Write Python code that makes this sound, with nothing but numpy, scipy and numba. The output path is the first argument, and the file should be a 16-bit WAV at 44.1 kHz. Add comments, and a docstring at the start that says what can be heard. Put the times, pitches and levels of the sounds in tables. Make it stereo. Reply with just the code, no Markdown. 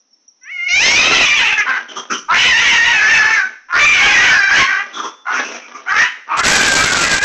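"""Concrete driveway in front of a garage, heard by a security camera on the house: two cats fight.
A yowl climbs into a scream, a rival screams across it: rough pulse trains through throat resonances.
Snarls are short glides, hisses filtered noise, scuffles random scratches; a bird chips in falling sines.
Faint air, a thin tone, wall echoes; the microphone clips and the last bout crackles."""
import sys
import numpy as np
from scipy import signal
from scipy.fft import rfft, irfft, next_fast_len
from scipy.io import wavfile
from scipy.ndimage import uniform_filter1d, map_coordinates
from numba import njit

SR = 44100
rng = np.random.default_rng(int(sys.argv[2]) if len(sys.argv) > 2 else 0)


def generate_wav(signal):
    """Clip the signal to [-1, 1] and save it as 16-bit WAV at the path in sys.argv[1]."""
    frames = np.transpose(np.atleast_2d(signal))
    scaled = np.clip(frames, -1, 1) * 32767
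    pcm = np.round(scaled).astype(np.int16)
    wavfile.write(sys.argv[1], SR, pcm)


N = 319283
TIME = np.arange(N) / SR

# leading cat's long cries: (start [s], end [s], attack [s], release [s], relative level [dB],
# open mouth resonance [Hz], mouth octaves per pitch octave, mouth closing [share/s],
# shrillness [dB], shrillness fall [dB/s])
LONG_CRIES = [(0.408, 0.692, 0.28, .02, -15, 2660, 0.51, 0, -16.5, -9),
              (0.665, 1.567, 0.041, .035, -10.5, 2540, 0.25, .1, 3.5, 20),
              (2.306, 3.483, 0.024, 0.09, -9, 2488, 0.97, 0.16, -9.5, 4),
              (3.742, 4.688, 0.037, 0.083, -6.5, 2197, 1.1, 0.01, -14, -2),
              (6.414, 7.3, 0.022, .03, -14.5, 2304, 1, .08, -13, 8)]
# its short snarls and moans, one glide each: (start [s], end [s], attack [s], release [s],
# relative level [dB], first pitch [Hz], last pitch [Hz], roughness [0-1])
SNARL_GLIDES = [(1.563, 1.632, 0.025, .03, -7.5, 830, 790, 0.52),
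                (1.656, 1.809, 0.014, .06, -10, 722, 785, .55),
                (2.281, 2.336, 0.022, .025, -3.5, 599.5, 718.8, 0.4),
                (3.683, 3.784, 0.048, 0.033, -9.5, 650.6, 790, .7),
                (4.663, 4.837, 0.031, 0.069, -10.5, 764, 793.7, 0.39),
                (5.244, 5.436, 0.09, 0.11, -9.5, 671.6, 787.5, .8),
                (5.854, 6.1, 0.06, 0.098, -8.5, 690.1, 1030, 0.71),
                (6.268, 6.428, 0.071, 0.015, -12.5, 593.3, 700, .55)]


def undb(db):
    """Decibels to gain."""
    return 10 ** (np.asarray(db) / 20)


def curves(table):
    """Each column of a table, joined by straight lines in time."""
    s, *columns = np.transpose(table)
    return [np.interp(TIME, s, column) for column in columns]


def unit(x):
    """Scale to rms 1."""
    return x / np.sqrt(np.mean(x ** 2))


def steady(x, span_s=0.018):
    """Hold the short-term rms near 1."""
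    power = uniform_filter1d(x ** 2, int(span_s * SR))
    return x / np.sqrt(power + 1e-12)


def colour(x, points):
    """Filter by a spectrum of (frequency [Hz], gain [dB]) points, joined on a log-frequency axis."""
    hz, db = np.transpose(points)
    size = next_fast_len(N + 8192)
    bins_hz = np.maximum(np.fft.rfftfreq(size, 1 / SR), 1)
    gain = undb(np.interp(np.log(bins_hz), np.log(hz), db))
    return irfft(rfft(x, size) * gain, size)[:N]


def walk(rate_hz):
    """Smooth random curve with about rate_hz new values a second, rms 1."""
    coarse_s = TIME[::16]
    values = rng.standard_normal(len(coarse_s))
    curve = map_coordinates(values, [coarse_s * rate_hz], order=2, mode="wrap")
    return unit(np.interp(TIME, coarse_s, curve))


def envelope(start_s, end_s, attack_s, release_s, bend=1.19):
    """Attack, hold at 1, release; both ramps follow a power law."""
    ramps = np.minimum((TIME - start_s) / attack_s, (end_s - TIME) / release_s)
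    return np.clip(ramps, 0, 1) ** bend


@njit
def svf(x, hz, width_hz):
    """State-variable band-pass whose centre and width move."""
    y, band_state, low_state = np.empty(len(x)), 0., 0.
    for i in range(len(x)):
        g, k = np.tan(np.pi * hz[i] / SR), width_hz[i] / hz[i]
        v = (band_state + g * (x[i] - low_state)) / (1 + g * (g + k))
        band_state = 2 * v - band_state
        low_state += 2 * g * v
        y[i] = k * v
    return y


def band(hz, width_hz, size):
    """Turbulent air: white noise through two equal resonances in series, rms 1."""
    centre, width = np.full(size, float(hz)), np.full(size, float(width_hz))
    once = svf(rng.standard_normal(size), centre, width)
    return unit(svf(once, centre, width))


def outdoor_air(level_db=-60.5):
    """Quiet outdoor air: coloured noise whose level wanders."""
    # air spectrum: (frequency [Hz], gain [dB])
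    air_spectrum = [(30, -36.5), (130, -19), (250, -4), (450, -12), (1000, -12), (1400, -15.5), (4900, -19),
                    (5300, 0), (5800, 2), (6400, -9), (6900, -29.5), (9000, -46.5)]
    return unit(colour(rng.standard_normal(N), air_spectrum)) * undb(level_db + walk(10))


def thin_tone(hz=3490, level_db=-47, fade_s=0.031):
    """A faint sine with a wandering phase lingers in the lull after the third bout."""
    # extent of the tone: (start [s], end [s])
    tone_span = (4.93, 5.26)
    tone = np.sin(2 * np.pi * hz * TIME + walk(33))
    return undb(level_db) * envelope(*tone_span, fade_s, fade_s) * tone


def bird(length_s=0.022):
    """Bird chips: short sines that fall in pitch, with a quick attack."""
    # chips: (start [s], first pitch [Hz], fall in pitch [Hz], relative level [dB])
    chips = [(0, 5800, 83, -50), (0.108, 5560, 37, -54), (0.129, 5540, 160, -43.5),
             (0.279, 5920, 530, -35.5), (0.313, 5600, 19, -53.5), (.412, 5650, 40, -50),
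             (0.432, 5970, 470, -34)]
    out, t = np.zeros(N), TIME[:int(length_s * SR)]
    shape = np.sin(np.pi * np.sqrt(t / length_s))
    for start_s, hz, fall_hz, db in chips:
        phase = 2 * np.pi * np.cumsum(hz - fall_hz * t / length_s) / SR
        out[max(int(start_s * SR), 0):][:len(t)] += undb(db) * np.sin(phase) * shape
    return out


def scuffle(rate_hz=140, level_db=-43, scrape_s=0.0049):
    """Claws and bodies on concrete: random scratches with decaying pressure drive coloured noise."""
    # fur and claws on concrete: (frequency [Hz], gain [dB])
    concrete = [(100, -37.5), (230, 0.5), (380, 1), (600, 2.5), (900, 0.5), (3200, -2), (4500, -15),
                (6000, -0.5), (7200, -35)]
    # spells of grappling: (start [s], end [s], vigour [dB])
    tussles = [(0.789, 1.301, 23.5), (1.22, 2.235, 3), (2.315, 3.567, 4), (3.681, 3.998, -7.5),
               (3.94, 5.159, 4), (5.276, 5.638, 12), (5.622, 6.22, 0), (6.24, 7.294, 4)]
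    attack_s, release_s = 0.063, 0.093
    scratches = (rng.random(N) < rate_hz / SR) * rng.standard_normal(N)
    decay = np.exp(-TIME[:SR // 20] / scrape_s)
    pressure = signal.fftconvolve(scratches, decay)[:N]
    contact = colour(pressure * rng.standard_normal(N), concrete)
    vigour = sum(undb(db) * envelope(start_s, end_s, attack_s, release_s)
                 for start_s, end_s, db in tussles)
    return unit(contact) * undb(level_db) * vigour


def spits(rattle_db=-0.5, chest_db=-8):
    """Bursts of air: a rattling growl low in the throat, a rasp in the mouth, a hiss at the teeth."""
    # growling spits and hisses: (start [s], length [s], growl relative level [dB], growl [Hz],
    # rasp relative level [dB], rasp [Hz], hiss relative level [dB])
    bursts = [(1.877, 0.059, -38, 1480, -34, 3140, -42), (1.95, 0.067, -26.5, 1157, -30.5, 3190, -30),
              (2.094, 0.056, -17.5, 1409, -26.5, 2430, -23.5),
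              (2.125, 0.042, -31, 1280, -22.5, 3065, -27.5),
              (2.175, 0.028, -35.5, 1306, -46.5, 2992, -29.5), (4.919, 0.096, -32, 1320, -31, 3435, -36),
              (4.965, 0.056, -22, 1220, -32, 3370, -33.5), (5.024, 0.057, -24, 1104, -34.5, 3350, -32),
              (5.326, 0.074, -37.5, 1446, -28, 2480, -28), (5.411, 0.098, -41, 1446, -33, 2640, -33),
              (5.495, 0.083, -43, 1290, -35.5, 2342, -35), (5.596, 0.085, -43, 1370, -39.5, 2370, -48),
              (5.705, 0.029, -39, 1242, -49.5, 2201, -57), (5.733, 0.057, -33, 1165, -40, 2210, -41),
              (6.283, 0.13, -17.5, 1153, -26, 2412, -55)]
    out, rattle = np.zeros(N), undb(rattle_db * (walk(180) - 2.5))
    for start_s, length_s, growl_db, growl_hz, rasp_db, rasp_hz, hiss_db in bursts:
        size = int(length_s * SR)
        growl = undb(growl_db) * band(growl_hz, 410, size)
        rasp = undb(rasp_db) * band(rasp_hz, 430, size)
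        hiss = undb(hiss_db) * band(5913, 1400, size)
        chest = undb(chest_db + (growl_db + hiss_db) / 2) * band(310, 230, size)
        burst = (growl + rasp + hiss + chest) * signal.windows.tukey(size, .7)
        out[int(start_s * SR):][:size] += burst
    return out * rattle


def effort(hz, open_pitch_hz=965):
    """Octaves from the pitch at which the mouth is wide open: negative below it, 0 from there up."""
    return np.log2(np.minimum(hz / open_pitch_hz, 1))


def lead_controls(snarl_mouth_ratio=2.18, snarl_shrill_db=-14.5, shrill_db_per_octave=24):
    """Leading cat's pitch, roughness, mouth and shrillness: the mouth opens with effort, closes as it tires."""
    # courses of the long cries in turn: (time [s], pitch [Hz], roughness [0-1])
    yowl = [(0.412, 497, 0.07), (0.452, 527, 0.15), (.48, 612.1, .09), (0.519, 740, 0.04),
            (0.602, 695, .06), (0.68, 737, 0.02)]
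    first_scream = [(0.687, 682.7, 0.096), (.76, 764, 0.2), (.80, 817.3, 0.22), (.84, 1014, .28),
                    (.95, 1147, 0.34), (0.999, 1268, .32), (1.09, 1286, 0.62), (1.22, 1328, 0.59),
                    (1.28, 1118, 0.494), (1.35, 1221, 0.39), (1.44, 913, 0.51), (1.551, 836, 0.53)]
    second_scream = [(2.345, 787.5, 0.89), (2.38, 987.5, 0.43), (2.44, 973, 0.43), (2.49, 1043, 0.39),
                     (2.54, 882.6, 0.184), (2.659, 1125, .33), (2.78, 926, .36), (2.849, 943.4, .27),
                     (2.93, 931, 0.36), (2.97, 844, 0.32), (3.04, 846, 0.26), (3.118, 913.4, 0.395),
                     (3.2, 851, 0.35), (3.35, 890.4, 0.29), (3.40, 760.7, 0.19), (3.46, 761.7, 0.23)]
    third_scream = [(3.8, 1150, 0.37), (3.86, 1212, 0.36), (3.94, 1126, 0.62), (4.04, 1110, 0.52),
                    (4.10, 1064, 0.36), (4.16, 955.7, 0.29), (4.25, 953.2, .45), (4.33, 889.4, 0.31),
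                    (4.39, 797.6, .16), (4.479, 779, 0.232), (4.52, 857, 0.405), (4.591, 1093, .36),
                    (4.66, 1067, 0.45)]
    last_scream = [(6.441, 805.4, 0.14), (6.551, 784.7, .42), (6.662, 840.7, 0.44), (6.739, 772.7, .18),
                   (6.82, 794, 0.36), (6.92, 766.8, .2), (7.02, 804.8, 0.39), (7.101, 817, .14),
                   (7.18, 787.4, 0.3), (7.24, 847, 0.16)]
    courses = (yowl, first_scream, second_scream, third_scream, last_scream)
    points = []
    for cry, course in zip(LONG_CRIES, courses):
        start_s, *_, open_hz, follows, closing, shrill_db, dulling = cry
        for s, hz, rough in course:
            age_s = s - start_s
            mouth_hz = open_hz * 2 ** (follows * effort(hz)) * (1 - closing * age_s)
            points.append((s, hz, rough, mouth_hz, shrill_db - dulling * age_s))
    for start_s, end_s, *_, first_hz, last_hz, rough in SNARL_GLIDES:
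        for s, hz in ((start_s, first_hz), (end_s, last_hz)):
            # a snarling mouth rings just above the second harmonic
            points.append((s, hz, rough, snarl_mouth_ratio * hz, snarl_shrill_db))
    hz, rough, mouth_hz, shrill_db = curves(sorted(points))
    return hz, rough, mouth_hz, shrill_db + shrill_db_per_octave * effort(hz)


def rival_controls(sag=.16, fade_s=0.047):
    """Rival's pitch and relative gain: each cry rises to its top and sinks by the share sag."""
    # the rival's arching cries: (start [s], end [s], top pitch [Hz], level against the lead [dB])
    rival_cries = [(.8, 1.42, 1031, -5), (1.4, 1.55, 859, 5), (1.64, 1.8, 527.7, 4.5),
                   (2.32, 2.48, 762, -1), (2.56, 2.8, 964.5, 1.5), (2.78, 3.4, 777.5, -7),
                   (3.9, 4.38, 816.8, 0.5), (4.48, 4.63, 838, 5.5), (5.28, 5.45, 638.7, -5.5),
                   (5.92, 6.14, 771.6, -12), (6.42, 6.68, 808.3, 5.5), (6.74, 7.12, 710.7, 2)]
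    hz, gain = np.full(N, float(rival_cries[0][2])), 0
    for start_s, end_s, top_hz, db in rival_cries:
        from_middle = np.clip(2 * (TIME - start_s) / (end_s - start_s) - 1, -1, 1)
        hz = np.where(TIME > start_s, top_hz * (1 - sag * from_middle ** 2), hz)
        gain = gain + undb(db) * envelope(start_s, end_s, fade_s, fade_s)
    return hz, gain


def larynx(hz, rough, jitter=.05, quaver=.035, wobble=.03, flutter=0.67, doubling=0.85, rush=1.0,
           slope=0.27, tear_db=9):
    """Vocal folds: strain makes cycles uneven, tears harmonics, doubles the period, lets air rush through."""
    unevenness = jitter * walk(700) + quaver * walk(110) + wobble * walk(35)
    hz = hz * (1 + rough * unevenness)
    phase = 2 * np.pi * np.cumsum(hz) / SR
    tearing_db = tear_db * np.minimum(rough, .5)
    harmonics = sum(np.sin(k * phase) / k ** slope * undb(tearing_db * walk(45)) for k in range(1, 10))
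    pulses = steady(harmonics)
    strong_weak = 1 + doubling * rough * (1 + walk(25)) * np.cos(phase / 2)
    air = rng.standard_normal(N) * (1 + np.cos(phase))
    return (pulses * strong_weak + rush * rough * air) * (1 + flutter * rough * walk(320))


def voice(hz, rough, mouth_hz, shrill_db, narrow_hz=400, damping_hz=1700, leak=0.0027, strain_leak=0.16):
    """A clean cry rings one sharp mouth resonance; strain widens it, and force adds a shrill top."""
    # wide open throat: (frequency [Hz], gain [dB])
    throat = [(150, -14.5), (300, 1), (550, -11), (850, 6.5), (1300, 4.5), (2000, -0.5), (3000, -1),
              (3700, -5.5), (4400, -31.5), (5500, -30), (8000, -48.5)]
    # shrill top: (frequency [Hz], gain [dB])
    shrill = [(2800, -25), (3800, 1.5), (4600, -4), (5400, 1), (6200, 2), (6700, -0.5), (8000, -10.5),
              (10000, -31.5)]
    folds = larynx(hz, rough)
    # a gaping mouth rings less and lets more through
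    gape = np.minimum(rough, .5) * (mouth_hz / 2000) ** 1.55
    width_hz = narrow_hz + damping_hz * gape
    ringing = svf(svf(folds, mouth_hz, width_hz), mouth_hz, width_hz)
    body = ringing + (leak + strain_leak * gape) * folds
    return steady(colour(body, throat)) + undb(shrill_db) * steady(colour(folds, shrill))


def screams(gain_db=1.0, rival_rough=.52, rival_mouth=1.024, jaw=0.16, surge_db=4.0,
            force_db_per_octave=6.5):
    """Both cats cry at once, bout after bout; the struggle shakes their jaws and jolts their force."""
    lead_hz, rough, mouth_hz, shrill_db = lead_controls()
    rival_hz, rival_gain = rival_controls()
    force = sum(undb(db) * envelope(start_s, end_s, attack_s, release_s)
                for start_s, end_s, attack_s, release_s, db, *_ in LONG_CRIES + SNARL_GLIDES)
    shake = jaw * np.minimum(rough, .5)
    lead = voice(lead_hz, rough, mouth_hz * (1 + shake * walk(30)), shrill_db)
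    rival_mouth_hz = rival_mouth * mouth_hz * (1 + shake * walk(30))
    rival = voice(rival_hz, rival_rough, rival_mouth_hz, shrill_db)
    both = (lead + rival_gain * rival) / np.sqrt(1 + rival_gain ** 2)
    level_db = gain_db + force_db_per_octave * effort(lead_hz) + surge_db * rough * walk(30)
    return both * force * undb(level_db)


def driveway(x, t60_s=0.5, tail_db=-13, drift_s=0.0004073):
    """Hard reflections whose paths shift as the cats roll, plus a short noise tail between the houses."""
    # garage door, fence, house front: (mean delay [s], relative level [dB])
    walls = [(.0047, -12), (0.0124, -10), (.021, -12.5), (.034, -9)]
    # the cats tumble away from the camera towards the garage: (time [s], relative echo level [dB])
    retreat = [(.7, -2), (1.2, -3), (2.7, 3)]
    t = TIME[:SR]
    response = rng.standard_normal(SR) * undb(-60 * t / t60_s) * np.minimum(t / 0.035, 1)
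    echo = undb(tail_db) * signal.fftconvolve(x, response / np.linalg.norm(response))[:N]
    for delay_s, db in walls:
        echo += undb(db) * np.interp(TIME - delay_s - drift_s * walk(3), TIME, x)
    echo_db, = curves(retreat)
    echo_power_ratio = np.mean(echo ** 2) / np.mean(x ** 2)
    # more echo means less direct sound
    return (x + undb(echo_db) * echo) / np.sqrt(1 + undb(2 * echo_db) * echo_power_ratio)


def crackle(rate_hz=2800, sputter_db=2.5, lurch_db=1.2, fade_db_per_s=5.5):
    """Dense random clicks that sputter and lurch over the last bout; each burst slowly fades."""
    # bursts of crackle: (start [s], end [s], relative level at the start [dB])
    crackles = [(6.362, 6.418, -15), (6.419, 7.2, -12), (7.199, 7.3, -14)]
    # click spectrum: (frequency [Hz], gain [dB])
    crackle_spectrum = [(25, -7), (200, -3.5), (3000, -5), (6000, -5.5), (7900, -7.5), (8400, -19),
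                        (9000, -28), (11500, -35), (13000, -53)]
    attack_s, release_s = 0.038, 0.018
    bursts = sum(undb(db - fade_db_per_s * (TIME - start_s)) * envelope(start_s, end_s, attack_s, release_s)
                 for start_s, end_s, db in crackles)
    density = rate_hz / SR * undb(2 * (sputter_db * walk(170) + lurch_db * walk(35)))
    clicks = (rng.random(N) < density) * rng.choice([-1, 1], N)
    return unit(colour(clicks, crackle_spectrum)) * bursts


def scene():
    """Cats and bird echo on the driveway; thin tone and quiet air are added dry, same in both channels."""
    echoing = driveway(screams() + spits() + scuffle() + bird())
    return np.tile(echoing + thin_tone() + outdoor_air(), (2, 1))


def record(dry, ceiling=0.46, lopsided=0.0095, top_hz=12400):
    """The camera drops the bass, clips a little unevenly, dulls the treble and crackles."""
    # the camera's response: (frequency [Hz], gain [dB])
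    mic = [(5, -37), (20, 4), (6200, -1), (6900, -11), (8200, -15.5), (8500, -25), (9000, -26.5),
           (9400, -69), (20000, -95)]
    x = signal.sosfilt(signal.butter(3, 190, "high", fs=SR, output="sos"), dry[0])
    clipped = np.clip(x, -ceiling - lopsided, ceiling - lopsided)
    x = np.clip(colour(clipped, mic) + crackle(), -.65, .65)
    low_pass = signal.ellip(8, .2, 70, top_hz, fs=SR, output="sos")
    return np.tile(signal.sosfilt(low_pass, x), (2, 1))


dry = scene()
out = record(dry)
generate_wav(out)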